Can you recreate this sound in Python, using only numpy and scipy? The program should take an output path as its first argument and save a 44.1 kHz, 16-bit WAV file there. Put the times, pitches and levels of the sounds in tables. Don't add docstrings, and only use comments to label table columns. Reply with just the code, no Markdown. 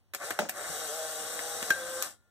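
import sys
import numpy as np
from scipy import signal
from scipy.fft import rfft, irfft
from scipy.io import wavfile
from scipy.ndimage import uniform_filter1d

SR = 44100
rng = np.random.default_rng(int(sys.argv[2]) if len(sys.argv) > 2 else 0)


def master(y):
    cut = np.clip(np.atleast_2d(y).T, -1, 1)
    pcm = np.round(cut * 32767)
    wavfile.write(sys.argv[1], SR, pcm.astype(np.int16))


N = 101429
T, HZ = np.arange(N) / SR, np.fft.rfftfreq(N, 1 / SR)

# freq_hz, level_db
AIR_COLOUR = [(25, -7.5), (60, 5.5), (100, 15), (140, -2.5), (300, -9.5), (700, -9.5), (1500, -16.5),
              (3000, -19), (8000, -25.5), (15000, -27.5)]
# freq_hz, gain_db
REFLECTION_EQ = [(100, 14.5), (1500, -5), (5000, 2), (14000, -2.5)]
# freq_hz, lag_rad
RIGHT_PORT_LAG = [(30, -6.2), (80, -5.8), (170, -4.3), (330, -2.9), (800, -1.2), (1650, .8), (2100, 0)]
# freq_hz, gain_db
SCATTER_EQ = [(100, -17.5), (600, -5), (1500, -33), (2600, -8.5), (3800, -11.5), (6000, 1.5), (9000, -10.5),
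              (14000, -21.5)]
# freq_hz, left_minus_right_db
PORT_BALANCE = [(170, 9), (320, -6.5), (550, 1), (900, -1), (1550, 3.5), (2300, 0), (3800, 0.5), (5500, 3),
                (7300, 9), (9300, 0.5), (10300, 4.5), (14000, -3)]

# time_s, level_db
ROLLER_LEVEL = [(.55, -67), (.75, -62), (1.02, -75.5), (1.2, -64), (1.62, -63), (2.05, -62.5), (2.2, -85.5)]
# freq_hz, level_db
ROLLER_COLOUR = [(60, -20), (120, -12), (170, -1), (250, -10), (400, 2.5), (900, -48)]
# start_s, level_db, pitch_hz
STAND_BUMPS = [(0.692, -47.5, 164.8), (0.694, -53.5, 78.6), (1.621, -47, 209.9), (1.84, -60, 75.37)]
# pitch_hz, level_db
METAL_TONES = [(1411, -79.5), (1766, -86)]
# freq_hz, level_db
RATTLE_COLOUR = [(100, -30), (200, 1), (280, -16.5), (550, 3), (780, 2), (1000, -9), (1450, -13),
                 (2200, -10.5), (3400, -16.5), (8000, -15.5), (12000, -29.5)]
# start_s, level_db, pitch_hz
FRAME_JOLTS = [(0.3899, -12, 798), (1.7058, -26, 423.4)]

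# start_s, snap_db, knock_db, decay_s
CLICK_HITS = [(0.1357, -39.5, -41, 0.011), (0.1471, -28.5, -34, 0.0024), (0.3054, -32, -29, 0.0028),
              (0.3088, -44, -32, 0.0023), (0.3893, -28, -22, 0.003), (0.488, -40, -46, 0.0087),
              (0.4937, -24.5, -36, 0.0019), (.878, -37, -52, 0.00097), (1.3911, -42, -30, 0.0027),
              (1.6271, -31.5, -27, 0.0013), (1.7036, -25, -22, 0.0031), (2.0237, -21, -32.5, 0.0019)]
# freq_hz, level_db
SNAP_COLOUR = [(1000, -56), (2200, 10), (3400, 1), (4700, 4), (5900, 2.5), (8300, 7.5), (11000, 2),
               (14000, 9), (16000, -20)]
# freq_hz, level_db
KNOCK_COLOUR = [(60, -43.5), (220, -22), (450, -5), (750, -11.5), (1000, -8), (1700, 1.5), (2200, -5),
                (4000, -12), (8000, -39)]
# start_s, level_db
SHUTTER_HITS = [(.1475, -1), (.4937, 3.5)]
# pitch_hz, level_db, t60_s
BLADE_MODES = [(741, -41, 0.081), (1110, -50, 0.016)]
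# start_s, level_db
MIRROR_HITS = [(.3904, -5), (.4005, -16.5), (.4175, -15.5), (.432, -23), (.453, -20.5)]
# pitch_hz, level_db, t60_s
BODY_MODES = [(178, -37, 0.24), (216, -34.5, .24), (320, -31, 0.07), (410, -30, 0.06), (513, -26, .06),
              (632, -28.5, 0.13), (720, -29, .08), (791, -25, .05), (880, -24.5, 0.05), (1269, -19, 0.019),
              (1600, -17, 0.016)]
# start_s, level_db
LATCH_HITS = [(1.7057, -2.5), (1.7465, -18.5)]
# pitch_hz, level_db, t60_s
LATCH_MODES = [(1592, -11.5, 0.06), (1690, -27, 0.055), (1584, -23, 0.38), (668, -42, .3), (3250, -26, .03),
               (5740, -29.5, 0.069)]

# time_s, turns_per_s
MOTOR_SPEED = [(.19, 74), (.255, 144), (.29, 164), (.32, 158), (.38, 104), (.53, 70), (.6, 136),
               (.665, 174), (.75, 148), (.81, 161), (.9, 147), (.96, 162.4), (1.05, 158), (1.235, 156),
               (1.29, 159), (1.645, 162), (1.695, 145), (1.72, 176), (1.81, 173), (2.03, 173.3), (2.17, 61)]
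# time_s, level_db
HUM_LEVEL = [(.2, -64), (.24, -53), (.3, -44), (.35, -67), (.56, -63), (.6, -51), (.8, -46), (.93, -44.5),
             (1.14, -47), (1.3, -46), (1.69, -45), (1.735, -55), (1.81, -43.5), (1.93, -43), (1.97, -40),
             (2.02, -41.5), (2.032, -70)]
# multiple_of_speed, loaded_db, free_db
HUM_HARMONICS = [(2, -21.5, -19), (3, -5, 0), (4, -5, -25.5), (5, -5.5, -31), (6, -20, -15.5),
                 (7, -15.5, -16), (9, -20.5, -6.5)]
# time_s, growl_db, hiss_db
GEAR_LEVELS = [(.14, -89, -60), (.185, -56, -55.5), (.22, -37.5, -49), (.25, -43, -42), (.315, -46, -46),
               (.375, -50, -54.5), (.48, -60, -65), (.535, -50, -54), (.575, -41, -45.5), (.72, -43.5, -40),
               (1.0, -46, -41), (1.68, -44.5, -40.5), (1.78, -44, -44.5), (1.95, -46.5, -43),
               (2.05, -43, -40.5), (2.12, -59.5, -54.5), (2.18, -78, -78)]
# freq_hz, level_db
GROWL_COLOUR = [(40, -25), (120, -12.5), (180, -10.5), (270, -32), (380, -11.5), (520, 0.5), (800, 2.5),
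                (930, -4.5), (1450, 7.5), (1720, 4.5), (2200, -0.5), (3000, -23), (6000, -53)]
# centre_hz, width_hz, boost_db
HOUSING_PEAKS = [(510, 40, 7), (632, 40, 6), (745, 45, 7), (812, 40, 6), (1150, 70, 5)]
# freq_hz, level_db
HISS_COLOUR = [(900, -38.5), (2000, -12.5), (2900, -0.5), (4400, -1), (5000, -2), (5900, 0), (6600, -2.5),
               (7600, 3.5), (9500, 3), (10900, -1.5), (12500, -8), (13800, 2), (14700, -17.5),
               (15400, -64.5)]
# centre_hz, width_hz, boost_db
WHINE_PEAKS = [(3816, 210, 6.5), (5721, 36, 6.5), (6050, 37, 6), (7500, 52, 9.5), (7980, 49, 3.5),
               (8100, 40, 9), (8400, 110, 3.5)]


def amp(db):
    return 10 ** (np.asarray(db) / 20)


def unit_rms(x):
    return x / np.sqrt(np.mean(x ** 2) + 1e-20)


def automation(rows):
    times, *columns = np.transpose(rows)
    return [np.interp(T, times, column) for column in columns]


def eq_curve(points):
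    hz, value = np.transpose(points)
    return np.interp(np.log(HZ + 1), np.log(hz), value)


def bells(rows):
    return sum(db / (1 + (2 * (HZ - hz) / width) ** 2) for hz, width, db in rows)


def tint(x, gain):
    return irfft(rfft(x) * unit_rms(gain), N)


def low_cut(x, cutoff_hz=120):
    return signal.sosfilt(signal.butter(2, cutoff_hz, "high", fs=SR, output="sos"), x)


def noise(colour):
    return tint(rng.standard_normal(N), amp(eq_curve(colour)))


def wander(rate_hz):
    return unit_rms(tint(rng.standard_normal(N), np.exp(-(HZ / rate_hz) ** 2)))


def shimmer(x, depth_db=2.2):
    spectra = signal.stft(x, nperseg=1024, noverlap=768)[2]
    patches = uniform_filter1d(rng.standard_normal(spectra.shape[::-1]), 7, axis=0)
    patches = uniform_filter1d(patches, 3, axis=1)
    gain = unit_rms(amp(depth_db * unit_rms(patches.T)))
    return signal.istft(spectra * gain, nperseg=1024, noverlap=768)[1][:N]


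def envelope(start_s, attack_s, decay_s):
    age = np.maximum(T - start_s, 0)
    return np.minimum(age / attack_s, 1) * np.exp(-np.maximum(age - attack_s, 0) / decay_s)


def thumps(hits, attack_s, decay_s):
    return sum(amp(db) * envelope(start, attack_s, decay_s) * np.sin(2 * np.pi * hz * (T - start))
               for start, db, hz in hits)


def strike(hits, modes):
    ring = sum((-1) ** k * amp(db - 60 * np.minimum(T / t60, 2)) * np.sin(2 * np.pi * hz * T)
               for k, (hz, db, t60) in enumerate(modes))
    return sum(amp(db) * np.interp(T - start, T, ring, left=0) for start, db in hits)


def mic_ports(x, left_delay_s=.000412):
    left = -np.exp(-2j * np.pi * HZ * left_delay_s)
    right = np.exp(-1j * eq_curve(RIGHT_PORT_LAG))
    return irfft(rfft(x) * np.array([left, right]), N)


def room_air():
    shared = mic_ports(noise(AIR_COLOUR))
    separate = np.array([noise(AIR_COLOUR), noise(AIR_COLOUR)])
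    return amp(-69) * (shared + .3 * separate)


def reflections(x, early_t60_s=.059, late_t60_s=.13, late_db=3.5):
    t = T[:SR // 2]
    fade = (amp(-60 * t / early_t60_s) + amp(late_db - 60 * t / late_t60_s)) * (t > .001)
    tail = rng.standard_normal((2, len(t))) * fade / np.linalg.norm(fade)
    send = irfft(rfft(x) * amp(eq_curve(REFLECTION_EQ)), N)
    return amp(-4.5) * signal.fftconvolve(send[None], tail, axes=1)[:, :N]


def rollers():
    turning = (T > ROLLER_LEVEL[0][0]) & (T < ROLLER_LEVEL[-1][0])
    return noise(ROLLER_COLOUR) * amp(automation(ROLLER_LEVEL)[0]) * turning


def metal_ring():
    tones = np.sqrt(2) * sum(amp(db) * np.sin(2 * np.pi * hz * T) for hz, db in METAL_TONES)
    return tones * envelope(LATCH_HITS[0][0], attack_s=.01, decay_s=np.inf)


def stand_bumps():
    return thumps(STAND_BUMPS, attack_s=.0042, decay_s=.023)


def rattle():
    return amp(-33.5) * noise(RATTLE_COLOUR) * envelope(MIRROR_HITS[0][0], attack_s=.00088, decay_s=.045)


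def frame_jolts():
    return thumps(FRAME_JOLTS, attack_s=.00078, decay_s=.00079)


def clicks(attack_s=.0007, tail_db=-24, tail_s=.016):
    snap, knock, track = noise(SNAP_COLOUR), noise(KNOCK_COLOUR), np.zeros(N)
    for start, snap_db, knock_db, decay_s in CLICK_HITS:
        shape = envelope(start, attack_s, decay_s) + amp(tail_db) * envelope(start, attack_s, tail_s)
        track += shape * (amp(snap_db) * snap + amp(knock_db) * knock)
    return track


def shutter():
    return strike(SHUTTER_HITS, BLADE_MODES)


def body_ring(click_send_db=-14):
    knocks = [(start, knock_db + click_send_db) for start, _, knock_db, _ in CLICK_HITS]
    return strike(MIRROR_HITS + knocks, BODY_MODES)


def latch():
    return strike(LATCH_HITS, LATCH_MODES)


def motor_hum(turns, free_at_s=1.73, crossfade_s=.037, flutter_hz=45):
    free = np.clip((T - free_at_s) / crossfade_s + .5, 0, 1)
    flutter_depth = np.interp(free, [0, 1], [.31, .1])
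    swell_db = 7.5 * np.exp(-((T - 1.028) / .1) ** 2)
    hum = np.zeros(N)
    for multiple, loaded_db, free_db in HUM_HARMONICS:
        flutter = 1 + flutter_depth * (wander(flutter_hz) + 1j * wander(flutter_hz))
        harmonic = np.exp(2j * np.pi * (multiple * turns + rng.random()))
        level_db = loaded_db + (free_db - loaded_db) * free + swell_db * (multiple == 4)
        hum += amp(level_db) * (flutter * harmonic).real
    running = (T > HUM_LEVEL[0][0]) & (T < HUM_LEVEL[-1][0])
    return np.sqrt(2) * hum * amp(automation(HUM_LEVEL)[0]) * running


def gear_train(turns, teeth=3, mesh_depth=.13):
    tooth_pulse = 1 + mesh_depth * np.cos(2 * np.pi * teeth * turns)
    shaft_pulse = 1 + .12 * np.cos(2 * np.pi * turns)
    fade_in = envelope(GEAR_LEVELS[0][0], attack_s=.0032, decay_s=np.inf)
    fade_out = np.exp(-np.maximum(T - GEAR_LEVELS[-1][0], 0) / .093)
    rub = unit_rms(tooth_pulse * shaft_pulse) * fade_in * fade_out
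    growl = tint(rub * rng.standard_normal(N), amp(eq_curve(GROWL_COLOUR) + bells(HOUSING_PEAKS)))
    hiss = tint(rub * shimmer(rng.standard_normal(N)), amp(eq_curve(HISS_COLOUR) + bells(WHINE_PEAKS)))
    growl_db, hiss_db = automation(GEAR_LEVELS)
    return growl * amp(growl_db) + hiss * amp(hiss_db)


def scene():
    speed = automation(MOTOR_SPEED)[0] * (1 + .005 * wander(rate_hz=30.65))
    turns = np.cumsum(speed) / SR
    clatter, *scattered = [low_cut(gear_train(turns) + clicks() + rattle()) + rollers()
                           for path in ("direct", "left", "right")]
    impacts = low_cut(body_ring() + shutter() + latch() + frame_jolts()) + stand_bumps()
    camera = mic_ports(clatter + impacts + motor_hum(turns) + metal_ring()) + reflections(clatter)
    spectrum = rfft(camera) + rfft(np.array(scattered)) * amp(eq_curve(SCATTER_EQ))
    pan = amp(np.outer([.5, -.5], eq_curve(PORT_BALANCE)))
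    return irfft(spectrum * pan, N) + room_air()


def record(dry):
    high_cut = signal.firwin(511, 16300, window=("kaiser", 9), fs=SR)
    return signal.oaconvolve(dry, high_cut[None], "same")


dry = scene()
out = record(dry)
master(out)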